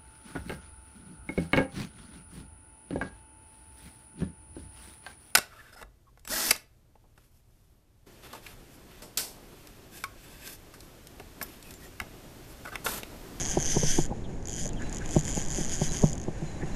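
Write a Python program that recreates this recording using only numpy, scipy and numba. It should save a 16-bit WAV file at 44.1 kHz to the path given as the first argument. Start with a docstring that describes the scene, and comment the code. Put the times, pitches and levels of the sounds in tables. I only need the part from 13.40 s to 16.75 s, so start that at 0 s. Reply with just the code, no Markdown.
"""Beside a pond, a spincast reel is cranked in uneven pushes close to a body-worn camera.
The anti-reverse pawl scrapes over ratchet teeth: short ticks sing and ring the shell; gears whirr with speed.
Arm movements knock the camera housing, heard as decaying modes amid rubbing noise; the hand rubs the grip.
Behind lie wind and handling rumble, hiss and slow swings of shaped noise,
faint gliding sine chirps and thin insect notes of narrow noise."""
import sys
import numpy as np
from scipy import signal
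from scipy.fft import rfft, irfft
from scipy.io import wavfile
from scipy.ndimage import uniform_filter1d
from numba import njit

SR = 44100
rng = np.random.default_rng(int(sys.argv[2]) if len(sys.argv) > 2 else 0)


def to_wav(sig):
    """Store sig (one row per channel, or 1-D mono) as 16-bit WAV at the path in sys.argv[1].

    Samples outside -1..1 are clipped; the rate is SR.
    """
    pcm = np.clip(np.atleast_2d(sig), -1, 1) * 32767
    pcm = np.round(pcm).astype(np.int16)
    wavfile.write(sys.argv[1], SR, pcm.T)  # frames by channels


N = 147735
T = np.arange(N) / SR

# Spells of cranking; each a list of: time_s, rate_teeth_per_s, relative_tick_level_db
CRANKING = [
    [(0, 200, -3.5), (.06, 130, -4.5), (.11, 213, -4), (.175, 164, -17), (.2, 158, -1.5), (.255, 154, -4),
     (.32, 316, -2.5), (.365, 194, -6.5), (.4, 215, 0.5), (.425, 192, -3), (.465, 264, -4), (.5, 384, -6),
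     (.56, 310, -9), (.61, 213, -9), (.672, 83, -9)],
    [(1.073, 77, -6), (1.115, 120, -10), (1.155, 116, -10.5), (1.195, 221, -10), (1.255, 119, -5),
     (1.295, 53, -10)],
    [(1.678, 59.25, -11.5), (1.73, 179, -11.5), (1.79, 137, -4), (1.82, 70, -11), (1.9, 206, -8),
     (1.925, 110, -7), (1.985, 170, -5.5), (2.07, 78, -10), (2.15, 164, -7), (2.21, 227, -8.5),
     (2.25, 127, -5.5), (2.29, 127, -9), (2.335, 225, -4), (2.38, 120, -10.5), (2.44, 245, -8.5),
     (2.48, 170, -10), (2.5, 85.6, -7), (2.55, 208, -6.5), (2.605, 123, -9), (2.66, 140, -6.5),
     (2.715, 86, -9.5), (2.745, 70, -8)],
]
# Single teeth between and after the spells: time_s, relative_tick_level_db
SINGLE_TEETH = [(1.027, -22.5), (1.056, -10), (1.333, -15), (1.422, -13), (1.496, -13.5), (1.528, -7),
                (1.547, -8), (1.56, -10), (1.570, -7), (1.584, -8), (1.622, -19), (1.660, -7.5),
                (2.754, -13.5), (2.780, -10.5), (2.800, -11.5), (2.816, -11.5), (2.832, -16), (2.839, -14)]
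# Main ring of the pawl, before chatter: time_s, centre_hz
PAWL_RING = [(0, 6604), (.5, 6080), (.62, 6870), (1.2, 6767), (1.9, 6845), (2.8, 6554)]
# Resonances of the reel shell: centre_hz, width_hz, relative_level_db
SHELL_MODES = [(1616, 109, -1.5), (1864, 1070, -4.5), (3170, 353, -0.5), (4955, 850, -2.5), (6070, 185, 8),
               (6950, 100, 5.5), (8560, 370, -8), (9260, 440, -14), (10530, 280, -10.5)]
# Background spectrum, rescaled later in two bands: frequency_hz, relative_density_db
AIR_SPECTRUM = [(20, 4), (40, -2.5), (96, -6.5), (150, -5.5), (245, -10), (350, -13), (450, -17.5),
                (800, -24.5), (1350, -47), (1600, -45.5), (2000, -50.5), (3200, -57.5), (4600, -61),
                (6000, -58), (6900, -51), (7500, -61), (12200, -71), (16000, -85)]
# Low rumble, before gain and flutter: time_s, level_db
RUMBLE_LEVEL = [(0.0, -37), (0.23, -35.5), (0.61, -38.5), (0.74, -37.5), (1.01, -39), (1.37, -36),
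                (1.79, -37), (1.92, -36), (2.99, -38), (3.35, -36)]
# Background treble, before flutter: time_s, level_db
HISS_LEVEL = [(0, -45.5), (.7, -57), (1.0, -58), (1.3, -56.5), (1.45, -50.5), (1.65, -49.5), (2.6, -49.5),
              (2.8, -55.5), (3.0, -52), (3.15, -52), (3.24, -53.5), (3.35, -47.5)]
# Knocks on the camera housing; columns after level_db are relative to it, pitch aside:
# time_s, level_db, boom_db, thud_db, upper_modes_db, clack_pitch_hz, rubbing_db
KNOCKS = [(.173, -10.5, -11, -30, 1, 362, -16.5), (.368, -17, -4, -2.5, -2, 400, -6),
          (.434, -22, 2, 0, -12, 404, -6), (.588, -11.5, -6.5, -18, -1.5, 346, -12),
          (.712, -28.5, 0, 5, -12, 332, -3.5), (.724, -25, -33, -13, -7, 813, -18),
          (1.262, -32.5, -19, -18, -15, 450, -2.5), (1.765, -9.5, -4, -3.5, -1, 338, -15.5),
          (1.975, -26.5, -8, 5.5, -2, 500, -3.5), (2.186, -22, -5, -10, -17, 334, -15),
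          (2.209, -28.5, 4, 3, -13, 318, -8), (2.416, -16.5, -2, -2, 1, 383, -16),
          (2.638, -9.5, -1.5, 0, -6.5, 359.2, -10.5), (2.883, -20.5, -7, -2.5, -26, 352, -11.5),
          (3.023, -26.5, 3.5, -8, -11, 318, -10), (3.233, -22.5, -3, -13, -16, 363, -15)]
# Upper modes of the housing: frequency_hz, relative_level_db, t60_s
HOUSING_MODES = [(578, -9.5, 0.027), (750, -5.5, 0.018)]
# Gliding chirps: start_s, length_s, from_hz, to_hz, level_db, roughness_0_to_1
CHIRPS = [(0.835, .035, 3800, 2900, -51.5, 0.18), (.865, 0.039, 2500, 1510, -77, .2),
          (1.284, 0.04, 3720, 3380, -54, 0.3), (1.329, 0.021, 2530, 2900, -55, .1),
          (1.36, 0.04, 3470, 2800, -48.5, .08), (1.438, 0.042, 2960, 2550, -54, 0.14)]
# Hand rubs on the grip: centre_s, half_length_s, centre_hz, level_db
GRIP_RUBS = [(1.419, 0.022, 1630, -45.5), (1.516, 0.024, 1700, -52), (1.622, 0.015, 1630, -46),
             (2.958, 0.034, 1710, -54), (3.225, 0.017, 1820, -45)]
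# Insect notes: centre_s, half_length_s, pitch_hz, level_db
INSECT_NOTES = [(1.47, 0.05, 3990, -60.5), (2.5, 0.017, 4000, -51), (2.95, 0.026, 6950, -58),
                (3.08, 0.032, 6900, -58), (3.08, 0.033, 4060, -59), (3.16, 0.026, 3970, -59),
                (3.335, .02, 4040, -62)]

TICK_HALF_S, TICK_TAIL_DB, TICK_TAIL_S = 0.00064, -6, 0.0021
TICK_SCATTER_DB, TOOTH_JITTER_S = 2.5, 0.00023
RING_GAIN_DB, SHELL_GAIN_DB, SHELL_LOW_CUT_HZ = -21.5, -22.5, 1583
CHATTER_DEPTH_HZ, CHATTER_RATE_HZ, CHATTER_WIDTH_HZ = 378, 484, 1300
# gear noise level at the reference rate, before the shell; growth with speed
WHIRR_DB, WHIRR_REF_TEETH_PER_S, WHIRR_POWER = -13, 212, 1.68
MESH_DB = -2.5  # even pulses of the meshing gears, against their noise

RUMBLE_GAIN_DB, RUMBLE_FLUTTER_DB, HISS_FLUTTER_DB, AIR_SPLIT_HZ = 3, 1, 1.0, 1640
SWAY_HZ, SWAY_GAIN_DB, SWAY_REST = 6.8, -31, 0.14  # pressure swings from the moving arms

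BOOM_HZ, BOOM_T60_S = 153.2, 0.13
THUD_HZ, THUD_T60_S = 196.6, 0.036
CLACK_T60_S, CONTACT_S = 0.037, 0.00023
CLACK_LEAD_S, LOW_LAG_S = 0.001833, 0.0016  # clack first, hollow modes last
RUB_DECAY_S, HOUSING_TOP_HZ = 0.0072, 958

GRIP_WIDTH_HZ, INSECT_WIDTH_HZ = 350, 40
TOP_HZ = 11800


def undb(db):
    """Decibels to amplitude."""
    return 10 ** (np.asarray(db) / 20)


def unit(x):
    """Scale to an rms of 1."""
    return x / np.sqrt(np.mean(x ** 2))


def curve(rows, axis=1):
    """One table column, joined by straight lines in time."""
    rows = np.array(rows)
    return np.interp(T, rows[:, 0], rows[:, axis])


@njit
def svf(x, hz, width_hz):
    """State-variable band-pass with a centre per sample, gain 1 there."""
    y, band_state, low_state = np.empty(len(x)), 0., 0.
    for i in range(len(x)):
        g = np.tan(np.pi * hz[i] / SR)
        k = width_hz / hz[i]
        v = (band_state + g * (x[i] + 1e-18 - low_state)) / (1 + g * (g + k))
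        band_state = 2 * v - band_state
        low_state = low_state + 2 * g * v
        y[i] = k * v
    return y


def band(x, hz, width_hz):
    """One fixed resonance."""
    return svf(x, hz * np.ones(N), float(width_hz))


def cut(x, hz, kind, order=4):
    """Butterworth low-pass or high-pass."""
    return signal.sosfilt(signal.butter(order, hz, kind, fs=SR, output="sos"), x)


def noise():
    """White noise."""
    return rng.standard_normal(N)


def walk(hz):
    """Random drift below hz, rms 1."""
    return unit(cut(noise(), hz, "low", order=2))


def ring(at_s, hz, t60_s):
    """A struck mode: decaying sine with a short contact rise."""
    age_s = np.maximum(T - at_s, 0)
    decay = np.exp(-np.log(1000) * age_s / t60_s)
    rise = 1 - np.exp(-age_s / CONTACT_S)
    return np.sin(2 * np.pi * hz * age_s) * decay * rise


def swells(rows, width_hz):
    """Narrow noise bands under Gaussian envelopes."""
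    out = np.zeros(N)
    for centre_s, half_length_s, hz, db in rows:
        envelope = np.exp(-((T - centre_s) / half_length_s) ** 2)
        tone = band(band(noise(), hz, width_hz), hz, 2 * width_hz)
        out += undb(db) * envelope * unit(tone)
    return out


def during(spell):
    """True while a spell of cranking lasts."""
    return (T >= spell[0][0]) & (T <= spell[-1][0])


def crank():
    """Teeth per second and tick strength through all spells."""
    rate, size = np.zeros(N), np.zeros(N)
    for spell in CRANKING:
        rate += during(spell) * curve(spell)
        size += during(spell) * undb(curve(spell, axis=2))
    return rate, size


def pass_teeth(rate, size):
    """Integrated rate gives tooth impulses, jittered and scattered, and even gear-mesh pulses."""
    teeth, mesh = np.zeros(N), np.zeros(N)
    for spell in CRANKING:
        passed = np.ceil(np.cumsum(rate * during(spell)) / SR)
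        at = np.flatnonzero(np.diff(passed, prepend=0))
        mesh[at] = np.sqrt(SR / np.maximum(rate[at], 1))  # steady power at any rate
        chance = rng.standard_normal((N // 100, 2))[:len(at)]
        shift = (chance[:, 0] * TOOTH_JITTER_S * SR).astype(int)
        hit = np.clip(at + shift, 0, N - 1)
        teeth[hit] = size[at] * undb(TICK_SCATTER_DB * chance[:, 1])
    for time_s, db in SINGLE_TEETH:
        teeth[int(time_s * SR)] = undb(db)
    return teeth, mesh


def reel(rate, size):
    """The pawl scrapes each tooth and sings; scrapes and meshing gears ring the shell."""
    teeth, mesh = pass_teeth(rate, size)
    lag_s = np.arange(-512, 513) / SR
    tick = np.exp(-(lag_s / TICK_HALF_S) ** 2)
    tail = (lag_s > 0) * undb(TICK_TAIL_DB) * np.exp(-np.abs(lag_s) / TICK_TAIL_S)
    contact = signal.fftconvolve(teeth, tick, "same")
    ringing = signal.fftconvolve(teeth, np.maximum(tick, tail), "same")

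    whirr = undb(WHIRR_DB) * (rate / WHIRR_REF_TEETH_PER_S) ** WHIRR_POWER
    scrape = contact * np.sign(noise())
    friction = scrape + whirr * (noise() + undb(MESH_DB) * mesh)
    shell = sum(undb(db) * band(friction, hz, width_hz) for hz, width_hz, db in SHELL_MODES)

    # fast flutter of the pawl's pitch
    flutter = band(noise(), CHATTER_RATE_HZ, CHATTER_WIDTH_HZ)
    flutter = unit(band(flutter, CHATTER_RATE_HZ, CHATTER_WIDTH_HZ))
    pawl_hz = curve(PAWL_RING) + CHATTER_DEPTH_HZ * flutter
    sing = ringing * np.sin(2 * np.pi * np.cumsum(pawl_hz) / SR)
    shell = cut(shell, SHELL_LOW_CUT_HZ, "high", order=8)
    return undb(RING_GAIN_DB) * sing + undb(SHELL_GAIN_DB) * shell


def air(rate):
    """Fluttering wind and handling rumble, outdoor hiss, and slow swings that grow with cranking."""
    hz, db = np.array(AIR_SPECTRUM).T
    bins_hz = np.maximum(np.arange(N // 2 + 1) * SR / N, 1)
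    shape = undb(np.interp(np.log(bins_hz), np.log(hz), db))
    wash = irfft(rfft(noise()) * shape, N)

    rumble_db = curve(RUMBLE_LEVEL) + RUMBLE_GAIN_DB + RUMBLE_FLUTTER_DB * walk(6)
    rumble = unit(cut(wash, AIR_SPLIT_HZ, "low")) * undb(rumble_db)
    hiss_db = curve(HISS_LEVEL) + HISS_FLUTTER_DB * walk(19)
    hiss = unit(cut(wash, AIR_SPLIT_HZ, "high")) * undb(hiss_db)

    effort = SWAY_REST + uniform_filter1d(rate, size=6000) / WHIRR_REF_TEETH_PER_S
    swing = unit(cut(band(noise(), SWAY_HZ, 5), 23, "low"))
    return rumble + hiss + undb(SWAY_GAIN_DB) * effort * swing


def knocks():
    """Housing modes: clack, upper modes, then thud and hollow boom; rubbing swells around each knock."""
    out, rubbing = np.zeros(N), np.zeros(N)
    for time_s, db, boom_db, thud_db, upper_db, clack_hz, rub_db in KNOCKS:
        clack = ring(time_s - CLACK_LEAD_S, clack_hz, CLACK_T60_S)
        upper = sum(undb(upper_db + mode_db) * ring(time_s, hz, t60_s)
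                    for hz, mode_db, t60_s in HOUSING_MODES)
        boom = undb(boom_db) * ring(time_s + LOW_LAG_S, BOOM_HZ, BOOM_T60_S)
        thud = undb(thud_db) * ring(time_s + LOW_LAG_S, THUD_HZ, THUD_T60_S)
        out += undb(db) * (clack + upper + boom + thud)
        rubbing += undb(db + rub_db) * np.exp(-np.abs(T - time_s) / RUB_DECAY_S)
    rub = rubbing * unit(band(noise(), 370, 340))
    return cut(out + rub, HOUSING_TOP_HZ, "low", order=6)


def chirps():
    """Faint sine glides, mostly falling, roughened by random pitch drift."""
    out = np.zeros(N)
    for start_s, length_s, from_hz, to_hz, db, rough in CHIRPS:
        part = np.clip((T - start_s) / length_s, 0, 1)
        glide_hz = from_hz + (to_hz - from_hz) * part
        hz = glide_hz * (1 + 0.43 * rough * walk(450))
        out += undb(db) * np.sin(np.pi * part) * np.sin(2 * np.pi * np.cumsum(hz) / SR)
    return out


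def grip():
    """Skin rubs softly on the rod grip: short bands of noise."""
    return swells(GRIP_RUBS, GRIP_WIDTH_HZ)


def insect():
    """Thin notes: very narrow bands of noise."""
    return swells(INSECT_NOTES, INSECT_WIDTH_HZ)


def scene():
    """Sum of all sources, one channel."""
    rate, size = crank()
    return (reel(rate, size) + air(rate) + knocks() + chirps() + grip() + insect())[None]


def record(dry):
    """Steep elliptic low-pass at TOP_HZ."""
    return signal.sosfilt(signal.ellip(8, .2, 70, TOP_HZ, fs=SR, output="sos"), dry)


dry = scene()
out = record(dry)
to_wav(out)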